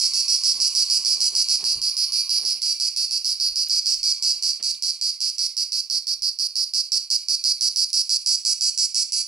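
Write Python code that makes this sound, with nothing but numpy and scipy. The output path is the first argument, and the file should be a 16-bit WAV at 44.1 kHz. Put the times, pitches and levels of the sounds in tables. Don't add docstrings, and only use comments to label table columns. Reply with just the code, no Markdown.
import sys
import numpy as np
from scipy import signal
from scipy.fft import rfft, irfft, next_fast_len
from scipy.io import wavfile
from scipy.ndimage import uniform_filter1d, map_coordinates

SR = 44100
rng = np.random.default_rng(int(sys.argv[2]) if len(sys.argv) > 2 else 0)


def dump_mix(stems):
    frames = np.atleast_2d(stems).T
    limited = np.clip(frames, -1, 1)
    pcm = np.round(limited * 32767).astype(np.int16)
    wavfile.write(sys.argv[1], SR, pcm)


N = 408807
TIME = np.arange(N) / SR
FILTER_HZ = np.fft.rfftfreq(2048, 1 / SR)
SIDE = np.array([[1], [-1]])

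# t/s, length/s, level/dB
CHIRPS = [(0, 0.064, -17.5), (0.135, 0.073, -18), (0.281, .078, -16.5), (0.435, 0.086, -16),
          (.601, 0.079, -15.5), (.75, 0.085, -15.5), (.899, 0.079, -14.5), (1.048, 0.1, -15.5),
          (1.204, 0.086, -14.5), (1.351, 0.075, -14), (1.485, 0.073, -14.5), (1.64, 0.092, -17.5),
          (1.816, .083, -19), (1.967, 0.08, -18.5), (2.121, 0.094, -18.5), (2.293, 0.093, -18),
          (2.45, 0.081, -19.5), (2.618, .11, -19.5), (2.799, .085, -19), (2.962, 0.087, -19.5),
          (3.109, 0.071, -20), (3.245, 0.082, -19), (3.399, .086, -19), (3.557, 0.076, -20),
          (3.696, .098, -17), (3.858, 0.086, -16.5), (4.03, 0.095, -16), (4.224, .1, -16),
          (4.424, 0.085, -17.5), (4.626, 0.087, -20.5), (4.823, 0.084, -20), (5.012, .092, -20.5),
          (5.204, 0.094, -20.5), (5.382, 0.089, -20), (5.567, 0.072, -20), (5.72, .088, -20.5),
          (5.899, 0.088, -20), (6.069, 0.071, -21), (6.221, 0.076, -19.5), (6.387, 0.082, -20),
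          (6.555, 0.087, -20), (6.736, 0.074, -17), (6.919, 0.063, -15.5), (7.102, 0.06, -15),
          (7.284, 0.068, -16), (7.439, 0.084, -15), (7.609, 0.076, -15), (7.76, 0.083, -15),
          (7.93, 0.088, -15), (8.093, 0.078, -15), (8.261, .096, -14), (8.45, 0.084, -15),
          (8.609, 0.087, -15.5), (8.776, 0.083, -15.5), (8.945, 0.088, -16), (9.121, 0.097, -19)]
# f/Hz, width/Hz, level/dB
BODY_MODES = [(2408, 338, -22), (2806, 700, -25), (3348, 230, -23.5), (4190, 440, -8.5), (4667, 550, 0.5),
              (5326, 106, 2.5), (5722, 283, -1.5), (6157, 683, -9.5), (7713, 485, -14), (8240, 640, -17.5),
              (10003, 556, -9.5), (10730, 670, -19), (12250, 390, -27.5), (13300, 900, -32.5),
              (15100, 1500, -30.5), (14400, 540, -35), (8070, 3830, -22)]
# t/s, rasp/dB, shrill/dB, top/dB
COLOUR_RIDE = [(0, 4.5, 8, 4), (1.48, 3.3, 6, 4), (1.85, .7, 0, 2.5), (2.299, 1.5, -2, 3), (2.8, 3, 4.5, 2),
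               (3.399, -1.5, -1, 1), (3.75, 1.5, 5.5, -2), (4.45, 0.5, 5.5, 0), (5.25, 2.5, 4.5, 2),
               (6.071, -5, -1.5, -2.5), (6.55, -3.5, 0, 1.5), (6.8, -1.5, 4, .5), (7.802, -1.5, 5, 3),
               (8.75, 3.5, 15.5, 5), (9.15, 7.5, 14.5, 9)]

def cicada(rasp_hz=(2560, 1440), shrill_hz=(7440, 2320), top_hz=(9950, 650)):
    body, song = humps(BODY_MODES, FILTER_HZ), np.zeros(N)
    times, *rides = np.transpose(COLOUR_RIDE)
    bands = [bell(FILTER_HZ, *band) for band in (rasp_hz, shrill_hz, top_hz)]
    for start, length, db in CHIRPS:
        colour_db = sum(np.interp(start, times, ride) * band for ride, band in zip(rides, bands))
        chirp = signal.fftconvolve(tymbals(start, length), ring(body * amp(colour_db)))
        rms = np.sqrt(np.sum(chirp ** 2) / (length * SR))
        add(song, start, chirp * amp(db) / rms)
    return song


# t/s, stroke rate/Hz
STROKE_RATE = [(0, 197), (.4, 234), (.8, 227), (1.3, 258), (3, 226), (5, 240), (9.2, 255)]
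# t/s into the stroke, f/Hz, level/dB
RIBS = [(.0004, 5720, -4.5), (.0009, 5300, -3.5), (.0015, 5140, -2.5), (.0022, 4680, 0.5),
        (.0029, 4540, -0.5)]

def tymbals(start, length, gap_s=0.0082, slow_start=0.15, settle_s=0.016, ring_db=-4.5, uneven_db=0.5):
    period, strokes = 1 / read(STROKE_RATE, start), [0, gap_s]
    while strokes[-1] + period < length:
        drag = slow_start * np.exp(-(strokes[-1] - gap_s) / settle_s)
        strokes.append(strokes[-1] + period * (1 + drag))
    stroke_jitter_s, rib_offset_s, rib_jitter_s = 4e-5, 4e-5, 4.5e-5
    lag, force, *slips = rng.standard_normal((2 + len(RIBS), len(strokes)))
    strokes = np.array(strokes) + stroke_jitter_s * lag

    def pulses(times):
        pushes = np.zeros(int(length * SR) + SR // 50)
        pushes[np.clip(times * SR, 0, len(pushes) - 1).astype(int)] = amp(uneven_db * force)
        return pushes

    delays, pitch_hz, rib_db = np.transpose(RIBS)
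    clicks = 0
    for delay, db, slip in zip(delays, rib_db, slips):
        scatter = rib_offset_s * rng.standard_normal() + rib_jitter_s * slip
        clicks += amp(db) * pulses(strokes + delay + scatter)
    t = TIME[:int((delays.max() + delays.min()) * SR)]
    swell = amp(np.interp(t, delays, rib_db)) * signal.windows.tukey(len(t), 1 / 3)
    tone = swell * np.sin(2 * np.pi * np.cumsum(np.interp(t, delays, pitch_hz)) / SR)
    tone *= amp(ring_db) * np.linalg.norm(amp(rib_db)) / np.linalg.norm(tone)
    return clicks + np.convolve(pulses(strokes), tone)[:len(clicks)]


# t/s, delay/s
FRAME_DELAY = [(0, 0.0022), (1.5, 0.0028), (3.5, 0.0021), (6, 0.0028), (7.3, .0036), (9.27, 0.0029)]

def frame_echo(song, echo_db=-14):
    return amp(echo_db) * map_coordinates(song, [(TIME - read(FRAME_DELAY, TIME)) * SR], order=3)


# t/s, level/dB
ROOM_SEND = [(.1, 5), (1.25, -2.5), (2, 1), (3.35, -1.5), (4.65, -1), (6.4, -5), (7.15, -3), (8.05, -7),
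             (8.4, -4.5), (9.2, -3.5)]
# f/Hz, T60/s
ROOM_T60 = [(500, 1), (2500, 0.48), (5000, 0.26), (10000, .28), (16000, 0.31)]

def room(song, early_db=-10, early_decay_s=0.0073, tail_db=-3, echoes_per_s=2500, patterns=4):
    send = song * amp(read(ROOM_SEND, TIME))
    t, wet = TIME[:SR // 2], np.zeros(N)
    for k in range(patterns):
        taps = rng.standard_normal(len(t)) * (rng.random(len(t)) < echoes_per_s / SR) * (t > 0.002)
        hz, age, spectrum = signal.stft(taps, SR, nperseg=256)
        decay = amp(-60 * age / read(ROOM_T60, hz)[:, None])
        tail = signal.istft(spectrum * decay, SR, nperseg=256)[1][:len(t)]
        early = rng.standard_normal(len(t)) * np.exp(-t / early_decay_s) * (t > 0.001)
        echo = amp(tail_db) * tail / np.linalg.norm(tail) + amp(early_db) * early / np.linalg.norm(early)
        turn = (TIME * 1.341 + k) % patterns
        crossfade = np.sin(np.pi / 2 * turn) * (turn < 2)
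        wet += signal.oaconvolve(send * crossfade, echo)[:N]
    return wet


# f/Hz, left minus right/dB
PORT_TILT = [(2000, -1.5), (3000, -0.5), (4000, -2.5), (4800, -4), (5700, -8.5), (6500, -3.5), (7700, -10),
             (8300, -17), (9000, 1), (9350, 14), (9900, -3), (10600, 0)]
# f/Hz, left lead/rad
PORT_LEAD = [(1000, -0.88), (4000, -0.56), (5000, -0.59), (6100, -1.05), (8400, -1.2), (9300, 0.81),
             (10200, .45), (11200, 0.15)]
# t/s, left minus right/dB
PAN_SWAY = [(0.0, -2.5), (0.31, -2.5), (1.16, -3), (1.34, -2), (2.17, -3.5), (4.21, -2.5), (4.57, -3.5),
            (5.7, -3.5), (6.09, -4.5), (7.56, -3), (8.37, -2.5), (8.8, -2.5), (9.27, -3)]

def mic_ports(mid, side):
    size = next_fast_len(N, True) * 2
    hz = np.fft.rfftfreq(size, 1 / SR)
    gain = amp(SIDE * read(PORT_TILT, hz) / 2) * np.exp(0.5j * SIDE * read(PORT_LEAD, hz))
    pair = irfft(rfft(mid + SIDE * side, size) * gain / abs(gain.mean(0)))[:, :N]
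    sway_db = read(PAN_SWAY, TIME)
    return pair * amp(SIDE * (sway_db - sway_db.mean()) / 2)


# t/s, level/dB, f/Hz, width/Hz, decay/s
TICKS = [(3.674, -30.5, 4400, 2430, 0.00092), (3.686, -25, 10000, 5000, .0005),
         (4.598, -54, 436, 1100, 0.024), (4.599, -48.5, 2810, 1580, 0.015), (4.749, -33, 4030, 910, 0.0013),
         (6.831, -68, 199, 520, 0.0084), (7.9026, -17, 4750, 1100, 0.00032),
         (7.9025, -27, 9000, 4200, .00042)]

def ticks():
    out, t = np.zeros(N), TIME[:SR // 2]
    for start, db, hz, width_hz, decay in TICKS:
        fade = np.exp(-t / decay)
        tick = signal.fftconvolve(rng.standard_normal(len(t)) * fade, ring(bell(FILTER_HZ, hz, width_hz)))
        add(out, start, amp(db) * tick * np.linalg.norm(fade) / np.linalg.norm(tick))
    return out


# t/s, level/dB, width/Hz, decay/s
BUMPS = [(0.378, -76, 45.6, 0.15), (.56, -60, 252, 0.053), (0.71, -68, 56, 0.027), (1.754, -45, 278, 0.042),
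         (2.069, -58, 44.5, 0.069), (2.26, -59, 50, .05), (2.81, -58.5, 202, 0.096),
         (3.478, -56.5, 53.4, 0.099), (3.619, -58, 80, 0.037), (3.968, -55.5, 48, 0.055),
         (4.162, -71, 46, .05), (4.7, -65, 296.5, 0.06), (6.186, -59, 40.4, 0.03), (8.32, -74, 49.3, 0.045),
         (8.827, -69, 417, 0.12)]

def bumps(centre_hz=43.2, attack_s=0.0038):
    out, t = np.zeros(N), TIME[:SR // 2]
    for start, db, width_hz, decay in BUMPS:
        envelope = np.exp(-t / decay) * (1 - np.exp(-t / attack_s))
        add(out, start, amp(db) * envelope * noise([(centre_hz, width_hz, 0)], len(t)))
    return out


# t/s, length/s, level/dB
RUBS = [(0.532, 0.029, -54.5), (0.954, 0.22, -59), (1.139, 0.11, -55.5), (1.22, 0.078, -67),
        (1.293, 0.1, -55.5), (1.58, 0.062, -52), (1.647, 0.093, -58.5), (2.365, 0.073, -56.5),
        (2.454, 0.12, -63), (3.333, .04, -75), (3.476, .055, -68.5), (3.55, 0.1, -70), (4.308, 0.11, -72),
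        (4.626, 0.081, -75)]
# f/Hz, width/Hz, level/dB
HOUSING_MODES = [(202, 107, -7), (402, 84, -3), (553, 170, -11), (754, 100, -7), (960, 330, -10.5),
                 (500, 6800, -17.5)]

def rubbing(attack_s=0.019, release_s=0.06, grip_db=-78, still_s=4.7, fade_s=1.7, uneven_db=3, trim_db=1):
    power = amp(grip_db) ** 2 * np.clip((still_s - TIME) / fade_s, 0, 1)
    for start, length, db in RUBS:
        attack = np.clip((TIME - start) / attack_s, 0, 1)
        release = np.exp(-np.maximum(TIME - start - length, 0) / release_s)
        power += (amp(db) * attack * release) ** 2
    friction = amp(trim_db + uneven_db * noise([(0, 30, 0)]))
    return np.sqrt(power) * friction * wide(HOUSING_MODES, spread=0.23)


# t/s, hum/dB, whirr/dB, drone/dB
HUM_RIDE = [(0, -59, -66, -96), (1.2, -62.5, -68.5, -88), (2.3, -63.5, -66.5, -98), (2.6, -80, -78, -98),
            (3.9, -89, -78.5, -96), (4.199, -70, -75.5, -94), (4.601, -79.5, -79, -91),
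            (5.2, -83, -78.5, -83), (6, -86, -84, -91), (7.1, -82, -82.5, -96), (9.2, -85.5, -80, -96)]

def camera_hum(hum_hz=1088, wander_hz=1.13):
    times, *rides = np.transpose(HUM_RIDE)
    hum, whirr, drone = (amp(np.interp(TIME, times, db)) for db in rides)
    pitch_hz = hum_hz + wander_hz * noise([(0, 16, 0)])
    tone = np.sqrt(2) * np.sin(2 * np.pi * np.cumsum(pitch_hz) / SR)
    waver = 1 + 0.19 * noise([(0, 25, 0)])
    return hum * tone * waver + whirr * wide([(1159, 194, 0)]) + drone * wide([(425, 65, 0)])


def noise_floor(mids_db=-84, rumble_db=-88, hiss_db=-75):
    mids = amp(mids_db) * wide([(501.8, 1300, 0)])
    rumble = amp(rumble_db) * noise([(30, 340, 0)])
    return mids + rumble + amp(hiss_db) * wide([(11700, 24000, 0)])


def amp(db):
    return 10 ** (np.asarray(db) / 20)


def read(points, at):
    return np.interp(at, *np.transpose(points))


def add(mix, start, sound):
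    part = mix[max(round(start * SR), 0):][:len(sound)]
    part += sound[:len(part)]


def bell(hz, centre_hz, width_hz):
    return 2 ** (-2 * ((hz - centre_hz) / width_hz) ** 2)


def humps(modes, hz):
    return np.sqrt(sum((amp(db) * bell(hz, centre, width)) ** 2 for centre, width, db in modes))


def ring(gain):
    cepstrum = irfft(np.log(np.maximum(gain, 3e-5)))
    half = len(cepstrum) // 2
    cepstrum[1:half] *= 2
    cepstrum[half + 1:] = 0
    return irfft(np.exp(rfft(cepstrum)))[:half]


def noise(modes, size=N):
    padded = next_fast_len(size, True) * 2
    white = rfft(rng.standard_normal(size), padded)
    coloured = irfft(white * humps(modes, np.fft.rfftfreq(padded, 1 / SR)))[:size]
    return coloured / np.sqrt(np.mean(coloured ** 2) + 1e-20)


def wide(modes, spread=0.75):
    return noise(modes) + spread * noise(modes) * SIDE


def scene(song_db=-0.02, side_db=-13.5):
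    direct = cicada()
    mid = direct + frame_echo(direct) + room(direct)
    song = mic_ports(mid, amp(side_db) * room(direct))
    return amp(song_db) * song + ticks() + bumps() + rubbing() + camera_hum() + noise_floor()


def record(dry, knee_db=-21, squeeze=0.41, recovery_db_per_s=280, makeup_db=0.5, cutoff_hz=15800):
    peak_db = 20 * np.log10(abs(dry).mean(0) + 1e-9)
    recovery_db = TIME * recovery_db_per_s
    held_db = np.maximum.accumulate(peak_db + recovery_db) - recovery_db
    over_db = np.maximum(held_db - knee_db, 0)
    eased_db = uniform_filter1d(uniform_filter1d(over_db, size=70), size=50)
    ducked = dry * amp(makeup_db - squeeze * eased_db)
    lowpass = signal.firwin(511, cutoff_hz, window=("kaiser", 9), fs=SR)
    return signal.oaconvolve(ducked, lowpass[None], "same")


dry = scene()
out = record(dry)
dump_mix(out)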